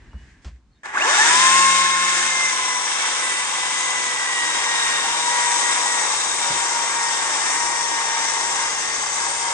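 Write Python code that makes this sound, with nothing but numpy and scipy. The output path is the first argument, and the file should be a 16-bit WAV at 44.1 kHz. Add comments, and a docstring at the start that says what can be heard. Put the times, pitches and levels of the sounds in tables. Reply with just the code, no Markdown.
"""A battery chainsaw is switched on in a small fenced garden, spins up and sinks into a log.
Its motor whines at multiples of the shaft speed (six sprocket teeth, twelve poles), the chain
clatters in the bar and housing, and the cutters tear the wood, all close to a hand-held phone.
Before the start come two soft footfalls, a rustle, a faint whistle and glove squeaks.
A far rumble lies under everything."""
import sys
import numpy as np
from scipy import signal
from scipy.fft import rfft, irfft, next_fast_len
from scipy.io import wavfile
from scipy.ndimage import uniform_filter1d, map_coordinates

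SR = 44100
rng = np.random.default_rng(int(sys.argv[2]) if len(sys.argv) > 2 else 0)


def unload_audio(sound):
    """Save the sound as a 16-bit wav file, at the path given as the first command line argument."""
    columns = np.transpose(np.atleast_2d(sound))
    # keep every value between -1 and 1, then stretch to whole-number steps
    steps = np.round(np.clip(columns, -1, 1) * 32767)
    wavfile.write(sys.argv[1], SR, steps.astype(np.int16))


N = 420273
T = np.arange(N) / SR
SIZE = next_fast_len(N + SR // 4, True)
HZ = np.arange(SIZE // 2 + 1) * SR / SIZE + 1e-3

# trigger, brake and first chain slaps: t/s, relative level/dB
KNOCKS = [(0.833, -38), (0.847, -36), (0.855, -14.5), (0.981, -17), (1.078, -4), (1.138, -3)]
SWITCH_ON_S = KNOCKS[0][0]
# bands of the clatter (trestle, log, bar, housing, rivets, links, hiss, sizzle): lowest f/Hz,
# level running free/dB, entering the wood/dB, deep in it/dB, boost at rest/dB, exponent of slowness
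CLATTER_BANDS = [(216, -11.5, -14, -15, 18.5, 1.7), (394, -10, -15, -11.5, 19, 1.25),
                 (723, -8, -1, -2, 19.5, 0.63), (1348, 8.5, 3.5, 0.5, 19, 2.55),
                 (2605, 3.5, 1.6, -5.5, -3, 1.9), (4170, 2, -2.5, -1.5, -4, 1.3),
                 (6330, -0.5, -8.5, -7, 2.5, 1.1), (7400, 1, 1, -3, -8, 0.55)]


def undb(db):
    """Turn decibels into a gain."""
    return 10 ** (np.asarray(db) / 20)


def unit(x):
    """Scale a signal to an average (rms) strength of 1."""
    return x / np.sqrt(np.mean(x ** 2))


def curves(table):
    """Join the rows of a time table into one curve per value column."""
    times, *columns = np.transpose(table)
    return [np.interp(T, times, column) for column in columns]


def over_hz(table):
    """Join the rows of a frequency table into a curve."""
    hz, value = np.transpose(table)
    return np.interp(np.log(HZ), np.log(np.maximum(hz, 1)), value)


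def band(spectrum, lo_hz, hi_hz):
    """Cut one band out of a spectrum and return it as sound of strength 1."""
    damping = np.sqrt((1 + (lo_hz / HZ) ** 16) * (1 + (HZ / hi_hz) ** 16))
    return unit(irfft(spectrum / damping, SIZE)[..., :N])


def wander(rate):
    """A smooth random curve with about `rate` new values a second."""
    hold = int(SR / rate)
    steps = np.repeat(rng.standard_normal(N // hold + 1), hold)
    return unit(uniform_filter1d(uniform_filter1d(steps, hold), hold)[:N])


def stereo_noise(pulse=1):
    """Left and right noise spectra that pulse together, alike in the bass and unlike in the treble."""
    # how alike the two sides are: f/Hz, likeness/0-1
    likeness = [(100, 0.93), (300, 1), (700, 0.85), (1500, 0.66), (2200, 0.5), (3000, 0.16), (5000, 0.32),
                (9000, 0)]
    alike = np.clip(over_hz(likeness), 0, 1)
    mid, side = rfft(pulse * rng.standard_normal((2, N)), SIZE)
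    return np.sqrt(1 + alike) * mid + np.sqrt(1 - alike) * side * np.array([[1], [-1]])


def sine(hz, db):
    """A pure tone that follows a pitch curve."""
    return np.sqrt(2) * undb(db) * np.sin(2 * np.pi * np.cumsum(hz) / SR)


def garden():
    """Far rumble throughout; a rustle and a thin whistle until the saw is switched on."""
    # colour of the rumble: f/Hz, relative level/dB
    rumble_colour = [(25, -16), (45, 0.5), (70, -7), (190, -13.5), (270, -15.5), (531, -30.5), (994, -27),
                     (1910, -37), (3750, -38.5), (8570, -47), (9960, -58)]
    # loudness of the rumble: t/s, level/dB
    rumble_level = [(0, -49.5), (1.1, -58.5), (6.3, -59), (7.5, -63), (9.53, -52)]
    # nearby rustle: t/s, level/dB, treble against that level/dB
    rustle_level = [(0, -58, -14), (.15, -60, -10), (.2, -58, -7), (.3, -56, -8), (.41, -64, -8),
                    (.43, -60, -2), (.57, -66, -6.5), (.62, -85, 4), (.8, -70.5, -5)]
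    # thin whistle: t/s, f/Hz, level/dB
    whistle = [(.1, 2900, -85), (.12, 2880, -60), (.14, 2890, -79), (.17, 2900, -62), (.24, 2953, -66),
               (.29, 2981, -99)]
    rumble = band(stereo_noise() * undb(over_hz(rumble_colour)), 36, 12000)
    rumble *= undb(curves(rumble_level)[0] + 2 * wander(2.02))
    db, treble_db = curves(rustle_level)
    noise = stereo_noise()
    rustle = band(noise / (1 + 2j * (HZ - 1650) / 500), 1606, 3100)
    rustle += undb(treble_db) * band(noise, 2982, 8000)
    return rumble + (rustle * undb(db) + sine(*curves(whistle))) * (T < SWITCH_ON_S)


def footfalls():
    """A heel thuds into soft ground and the sole scuffs."""
    # steps: t/s, thud level/dB, scuff level/dB, scuff length/s, scuff top f/Hz
    steps = [(0.14, -24.5, -53.5, 0.008, 1394), (0.454, -23.5, -49, 0.029, 7700)]
    # tones of the ground: f/Hz, relative level/dB, time to fade by 60 dB/s
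    ground = [(59.2, -7.5, 0.39), (68.4, -3, 0.21), (139, -11.5, 0.13), (200, -11.5, 0.11)]
    out = np.zeros(N)
    grit = rfft(rng.standard_normal(N), SIZE) / (HZ + 2500)
    for start, db, scuff_db, length, top_hz in steps:
        age = np.maximum(T - start, 0)
        thud = sum(undb(level) * np.sin(2 * np.pi * hz * age) * np.exp(-np.log(1000) * age / fade)
                   for hz, level, fade in ground)
        out += 2 * undb(db) * thud * (1 - np.exp(-age / 0.024))
        scuff = (T > start - .008) * np.exp(-np.maximum(age - length, 0) / 0.018)
        scuff *= 1 + 1.35 * np.exp(-np.abs(T - start + 0.0082) / 0.0056)  # the sole lands with a tick
        out += undb(scuff_db) * band(grit, 221, top_hz) * scuff
    return out


def glove_squeaks():
    """A glove rubs the handle: narrow bands of noise swell and fade."""
    # squeaks: t/s, length/s, f/Hz, level/dB
    squeaks = [(0.701, .09, 4300, -73), (0.733, .07, 3700, -71)]
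    rasp = band(stereo_noise(), 1, 150)
    return sum(rasp * sine(np.full(N, hz), db) * np.sin(np.pi * np.clip((T - start) / length, 0, 1))
               for start, length, hz, db in squeaks)


def log_jolt():
    """The log jolts on its trestle with a dull, short knock."""
    # the knock: t/s, level/dB, decay/s, top f/Hz
    jolt = (6.5, -36, 0.04, 651)
    start, db, decay, top_hz = jolt
    thump = band(rfft(rng.standard_normal(N), SIZE) / (HZ + 100), 80, top_hz)
    return undb(db) * thump * (T > start) * np.exp(-np.abs(T - start) / decay)


def add_echoes(sound):
    """Log, wall, ground and fence throw the treble back; the delays drift as saw and phone move."""
    # close surfaces: delay/ms, level/dB
    echoes = [(2.3, -12.5), (4.1, -10), (6.7, -9), (10.9, -8)]
    out = sound.copy()
    treble = signal.sosfilt(signal.butter(2, 1800, "high", fs=SR, output="sos"), sound)
    for ms, db in echoes:
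        drift = wander(.6)
        for side in range(2):
            lag = SR * ms / 1000 * (1 + 0.0593 * drift + 0.0087 * wander(0.588))
            echo = map_coordinates(treble[side], [np.arange(N) - lag], order=3, prefilter=False)
            out[side] += undb(db) * echo
    return out


def bar_ringing(in_wood):
    """The bar (the blade that guides the chain) and cover ring, lifting or dipping narrow bands."""
    # rings: f/Hz, width/Hz, lift running free/dB, lift in the wood/dB
    rings = [(570, 49, 2.5, 8.5), (884, 43, 9.5, 8), (1073, 167, 9.5, 9.5), (1340, 100, -0.5, -2),
             (1470, 230, 3.5, -0.5), (1638, 66, 5.5, 6.5), (1736, 120, 10.5, 6), (2054, 150, 3.5, 9),
             (3250, 200, 2.5, 3), (3630, 68, 6.5, 6), (5717.1, 180, -1, 2), (6392, 230, -2, -1),
             (8238.6, 750, 1.5, 2)]
    return 1 + sum((undb(wood_db if in_wood else free_db) - 1) / (1 + 2j * (HZ - hz) / width)
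                   for hz, width, free_db, wood_db in rings)


def start_clicks():
    """Short plastic and steel knocks: bursts of noise ring the bar and cover."""
    bursts = sum((T >= start) * undb(db) * np.exp(-np.abs(T - start) / 0.0036) for start, db in KNOCKS)
    colour = bar_ringing(in_wood=False) / (1 + (800 / HZ) ** 4) / (1 + HZ / 2000)
    return undb(-7.5) * irfft(rfft(bursts * rng.standard_normal(N), SIZE) * colour, SIZE)[:N]


def bright_hiss(chain_db):
    """Bright bands of hiss wander, swell and fade as the bar turns towards and away from the phone."""
    # one table per band: t/s, centre f/Hz, level against the chain/dB
    tracks = [
        [(1.0, 3450, -19), (1.4, 3505, -6), (2.2, 3700, -16), (4.2, 3750, -16), (4.8, 3820, 1), (5.4, 3700, -8),
         (6.5, 3700, -6), (7.2, 3530, -18.5), (9.5, 3480, -15)],
        [(1.0, 5900, -6), (1.25, 5863, 1), (1.6, 5850, -12), (2.3, 5850, -1), (3.0, 5650, 2.5),
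         (3.6, 5700, -10), (5.0, 5700, -7.5), (6.5, 5600, -12.5), (7.2, 5550, -12), (8.1, 5800, 0),
         (8.8, 5790, -11), (9.5, 5700, -16.5)],
        [(1.0, 6853, -15), (1.5, 6700, -5), (2.0, 6400, -13), (2.5, 6566, 0), (3.1, 6511, -15), (3.8, 6460, -2),
         (4.4, 6760, -10), (4.8, 6570, -29), (5.5, 6500, -5.5), (6.2, 6670, -7), (6.8, 6506, -9),
         (7.6, 6568, -12), (8.3, 6320, -13), (8.8, 6290, -1), (9.5, 6710, -12)],
        [(1.0, 8700, -16), (1.4, 8700, -1), (2.0, 8570, -9.5), (3.2, 8600, -5), (4.0, 8224, -12),
         (4.8, 8100, -19), (5.4, 8110, -1), (6.4, 8150, -1), (6.8, 8166, -7), (7.6, 8220, -6), (8.3, 8300, -19),
         (9.2, 8200, 1.5), (9.5, 8530, -7)],
    ]
    # spread of each band: half width/Hz
    half_widths = [119.7, 140, 220, 350]
    out = 0
    for track, half_width in zip(tracks, half_widths):
        hz, db = curves(track)
        noise = band(stereo_noise(), 0.87, half_width)
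        out += noise * sine(hz * (1 + .008 * wander(3)), chain_db + db + 1.5 * wander(6))
    return out * (T > tracks[0][0][0])


def clatter_levels(shaft_hz, bite):
    """Level of each band: a slow chain rattles more in the bass, and the cut changes the colour."""
    free_hz, sink_start_s, sink_end_s = 178.4, 3.3, 6.94
    slowness = np.clip(1 - shaft_hz / free_hz, 0, 1) * (1 - bite)
    depth = np.clip((T - sink_start_s) / (sink_end_s - sink_start_s), 0, 1)
    return [free + bite * (wood - free) + depth * (deep - wood) + boost * slowness ** exponent
            for _, free, wood, deep, boost, exponent in CLATTER_BANDS]


def chain_clatter(angle, bite, chain_db, levels):
    """Chain links strike the bar and cover, pulsing with each sprocket tooth and each shaft turn."""
    # colour of the blows: f/Hz, relative level/dB
    blow_colour = [(110, -30.5), (200, -30.5), (290, -24), (450, -18), (660, -6.5), (800, 1), (1300, -2.5),
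                   (2500, -8.5), (3900, -7.5), (4150, -14), (5000, -7.5), (5900, -5), (8600, -1.5),
                   (9500, -6.5), (9900, -25.5)]
    pulse = 1 + 0.13 * np.cos(6 * angle) + 0.21 * (1 - bite) * np.cos(angle)
    blows = stereo_noise(pulse * undb(0.73 * wander(300))) * undb(over_hz(blow_colour))
    blows = rfft(add_echoes(irfft(blows, SIZE)[:, :N]), SIZE)
    free, cutting = blows * bar_ringing(in_wood=False), blows * bar_ringing(in_wood=True)
    push = wander(3.9) + 0.35 * bite * wander(40)  # the hands press unevenly and the cutters grab
    edges = [row[0] for row in CLATTER_BANDS]
    out = band(blows, 99, edges[0]) * undb(levels[0] - 22.5)
    for lo, hi, db in zip(edges, edges[1:] + [12000], levels):
        part = (1 - bite) * band(free, lo, hi) + bite * band(cutting, lo, hi)
        out += part * undb(db + 0.5 * push + 0.9 * wander(9))
    return out * undb(chain_db) * (T > SWITCH_ON_S)


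def high_singing(angle):
    """High multiples of the shaft speed fade in, flutter and fade out."""
    # tones: t/s, length/s, multiple, level/dB
    tones = [(2.201, 0.31, 18, -44), (4.3, 0.94, 18, -38.5), (7.8, .5, 33, -49), (8.445, 0.45, 18, -41.5),
             (8.802, .75, 30, -43), (4.45, .9, 24, -37)]
    out, fade_s = 0, .1
    for start, length, multiple, db in tones:
        swell = np.clip(np.minimum(T - start, start + length - T) / fade_s + .5, 0, 1)
        out += swell * undb(db + 2.3 * wander(20)) * np.sin(multiple * angle)
    return np.sqrt(2) * out


def start_chirp():
    """The motor's slots give a quick rising whine as the rotor breaks loose."""
    # slot whine: t/s, f/Hz, level/dB
    chirp = [(.948, 910, -31), (.962, 1194, -21.5), (.968, 1340, -42), (.974, 1526, -8.5),
             (.98, 1640, -32.5), (1.005, 2360, -29), (1.022, 2770, -18.5), (1.035, 3000, -29.5)]
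    return sine(*curves(chirp)) * (T > chirp[0][0]) * (T < chirp[-1][0])


def motor_whine(angle, bite, chain_db):
    """Sprocket teeth and motor poles sing; weaker wavering tones join as the speed settles."""
    # tone of the six teeth: t/s, level/dB
    teeth = [(0.99, -61), (1.07, -33), (1.12, -30), (1.155, -41.5), (1.19, -22), (1.21, -24), (1.232, -38),
             (1.258, -19.5), (1.288, -38), (1.305, -21), (1.6, -16), (2.16, -27), (2.42, -38), (2.65, -28),
             (3.1, -44), (3.4, -41.5), (4.0, -37), (4.29, -41.5), (4.55, -32), (5.0, -37), (5.15, -30),
             (5.4, -26.5), (6.0, -33.5), (6.29, -39), (6.46, -31.5), (7.22, -31.5), (7.32, -35),
             (7.48, -40), (7.56, -30), (8.65, -31.5), (8.78, -46), (9.1, -49), (9.2, -37), (9.5, -31.5)]
    # tone of the twelve poles: t/s, level/dB
    poles = [(0.99, -38), (1.02, -34.5), (1.055, -30), (1.09, -24.5), (1.115, -39), (1.14, -19),
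             (1.16, -32), (1.195, -18), (1.23, -20.5), (1.27, -31), (1.6, -25), (2.16, -32.5), (2.46, -22),
             (2.54, -35.5), (2.73, -29), (2.82, -40), (3.2, -37.5), (3.27, -29), (3.38, -30.5), (3.5, -51),
             (3.62, -34), (3.75, -32), (4.2, -30.5), (4.45, -24.5), (4.55, -33), (4.7, -27.5),
             (5.01, -29.5), (5.07, -41), (5.27, -38), (5.33, -27), (5.44, -28), (5.52, -40), (5.68, -24.5),
             (5.78, -47), (5.86, -28.5), (6.06, -31.5), (6.13, -54), (6.46, -37), (6.88, -41.5),
             (7.0, -32.5), (7.27, -33), (7.34, -44.5), (7.45, -33.5), (7.9, -34.5), (8.4, -35), (8.7, -42),
             (8.88, -35), (9.0, -40), (9.5, -54)]
    # weak tones against the chain: multiple (rounded below), level free/dB, level in the wood/dB
    weak_tones = [(1, -14, -27.5), (1.97, -17.5, -35.5), (3.03, -14, -16), (4.95, -5.5, -20),
                  (7.983, -2, -30.5), (9.01, -15, -16), (9.9, -3, -18.5), (14, -8, -27), (15, -0.5, -22),
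                  (18.12, -13, -21.5), (20.7, -0.5, -17), (30.03, -7.5, -24), (33.064, -5, -24)]
    waver, flutter = wander(5), wander(50)
    slack_db = 4.5 * (T < 1.18) * wander(69.909)  # the slack chain rattles while it speeds up
    out = 0
    for multiple, level, chatter_db in [(6, teeth, 2.27), (12, poles, 0)]:  # teeth chatter in the wood
        db = curves(level)[0] + slack_db + wander(60) + chatter_db * bite * wander(90)
        out += undb(db) * np.sin(multiple * angle)
    settled = np.clip((T - 1.15) / 0.45, 0, 1)
    for multiple, free_db, wood_db in weak_tones:
        whole = round(multiple)
        wobble_db = np.roll(3.1 * waver + 2.3 * flutter, 7919 * whole)  # shifted so each tone differs
        db = chain_db + free_db + bite * (wood_db - free_db) + min(multiple / 8, 1) * wobble_db
        out += settled * undb(db) * np.sin(whole * angle + multiple ** 2)
    return np.sqrt(2) * out * (T > teeth[0][0])


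def chainsaw():
    """One shaft drives both whine and clatter; its speed is less steady in the wood."""
    # motor speed: t/s, turns per second/Hz
    shaft_speed = [(0.948, 19), (1.0, 47), (1.06, 76), (1.09, 92), (1.14, 117), (1.17, 133), (1.194, 141),
                   (1.232, 151), (1.26, 156), (1.33, 165.5), (1.43, 173.5), (1.59, 178.4), (2.2, 177.9),
                   (2.46, 173.4), (2.8, 166.6), (3.15, 164.2), (3.47, 167), (3.98, 166.9), (4.1, 163.5),
                   (4.43, 159.7), (5.06, 156.6), (5.33, 161), (5.55, 159.5), (5.93, 160.8), (6.14, 158.2),
                   (6.55, 158.6), (6.96, 155.2), (7.2, 155.3), (7.33, 150), (7.45, 152), (7.6, 157.5),
                   (7.83, 157.3), (8.04, 154), (8.38, 153.5), (8.55, 156.6), (9.0, 153), (9.2, 156.2),
                   (9.53, 156.6)]
    # loudness of the chain links: t/s, level/dB
    chain_level = [(0.84, -63.5), (0.86, -50), (0.885, -57), (0.93, -54.5), (0.97, -44), (1.1, -31.5),
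                   (1.2, -28), (1.7, -30.5), (1.95, -34), (2.2, -33), (2.7, -33.5), (3.0, -33.5),
                   (3.5, -34), (4.6, -32), (5.4, -30.5), (6.6, -31.5), (7.3, -31.5), (8.5, -32),
                   (9.53, -32.5)]
    # the chain bites: t/s, share in the wood/0-1
    wood_share = [(2.05, 0.048), (2.7, 1)]
    shaft_hz, chain_db, bite = curves(shaft_speed)[0], curves(chain_level)[0], curves(wood_share)[0]
    unsteady = 1 + 0.00074 * wander(30) + 0.00301 * bite * wander(9)
    angle = 2 * np.pi * np.cumsum(shaft_hz * unsteady) / SR
    clatter = chain_clatter(angle, bite, chain_db, clatter_levels(shaft_hz, bite))
    noises = clatter + bright_hiss(chain_db) + start_clicks()
    return noises + start_chirp() + motor_whine(angle, bite, chain_db) + high_singing(angle)


def at_phone(sound):
    """The phone's two microphones each hear the saw with their own delay and shadow."""
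    # shadow: f/Hz, left minus right level/dB
    shadow = [(60, -5.5), (110, -3), (180, -1), (320, -0.5), (570, -2.5), (1000, 4), (1760, -1.5),
              (3090, -1.5), (5420, 8.5), (9510, 1.5)]
    # delay: f/Hz, lead of the left side/radians
    lead = [(100, -0.54), (400, 1.22), (690, 1), (1210, 1.02), (1720, 1.71), (2410, 0.87), (3450, 4),
            (4130, 1.5), (4910, -1.5), (5430, -1.5), (5940, -4), (7240, -7), (8100, -7), (8870, -14),
            (9650, -14.5)]
    # the phone turns a little: t/s, left minus right level/dB
    swing = [(0.9, 0), (1.35, 0.5), (1.7, 0.5), (3.4, -0.7), (3.8, 0.5), (4.2, -0.5), (5.0, 0.5),
             (8.6, 0.6), (9.3, 0)]
    left = undb(over_hz(shadow) / 2) * np.exp(.5j * over_hz(lead))
    heard = irfft(rfft(sound, SIZE) * np.array([left, 1 / left]), SIZE)[:, :N]
    swing_db = curves(swing)[0]
    return heard * undb(np.array([swing_db, -swing_db]) / 2 + 0.53)


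def scene():
    """The close saw over the quiet sounds around it."""
    return at_phone(chainsaw()) + footfalls() + glove_squeaks() + log_jolt() + garden()


def record(dry):
    """The phone rounds the loudest peaks and steeply cuts the highest treble."""
    ceiling, top_hz = .95, 9900
    treble_cut = signal.ellip(12, .3, 90, top_hz, fs=SR, output="sos")
    return signal.sosfilt(treble_cut, ceiling * np.tanh(dry / ceiling))


dry = scene()
out = record(dry)
unload_audio(out)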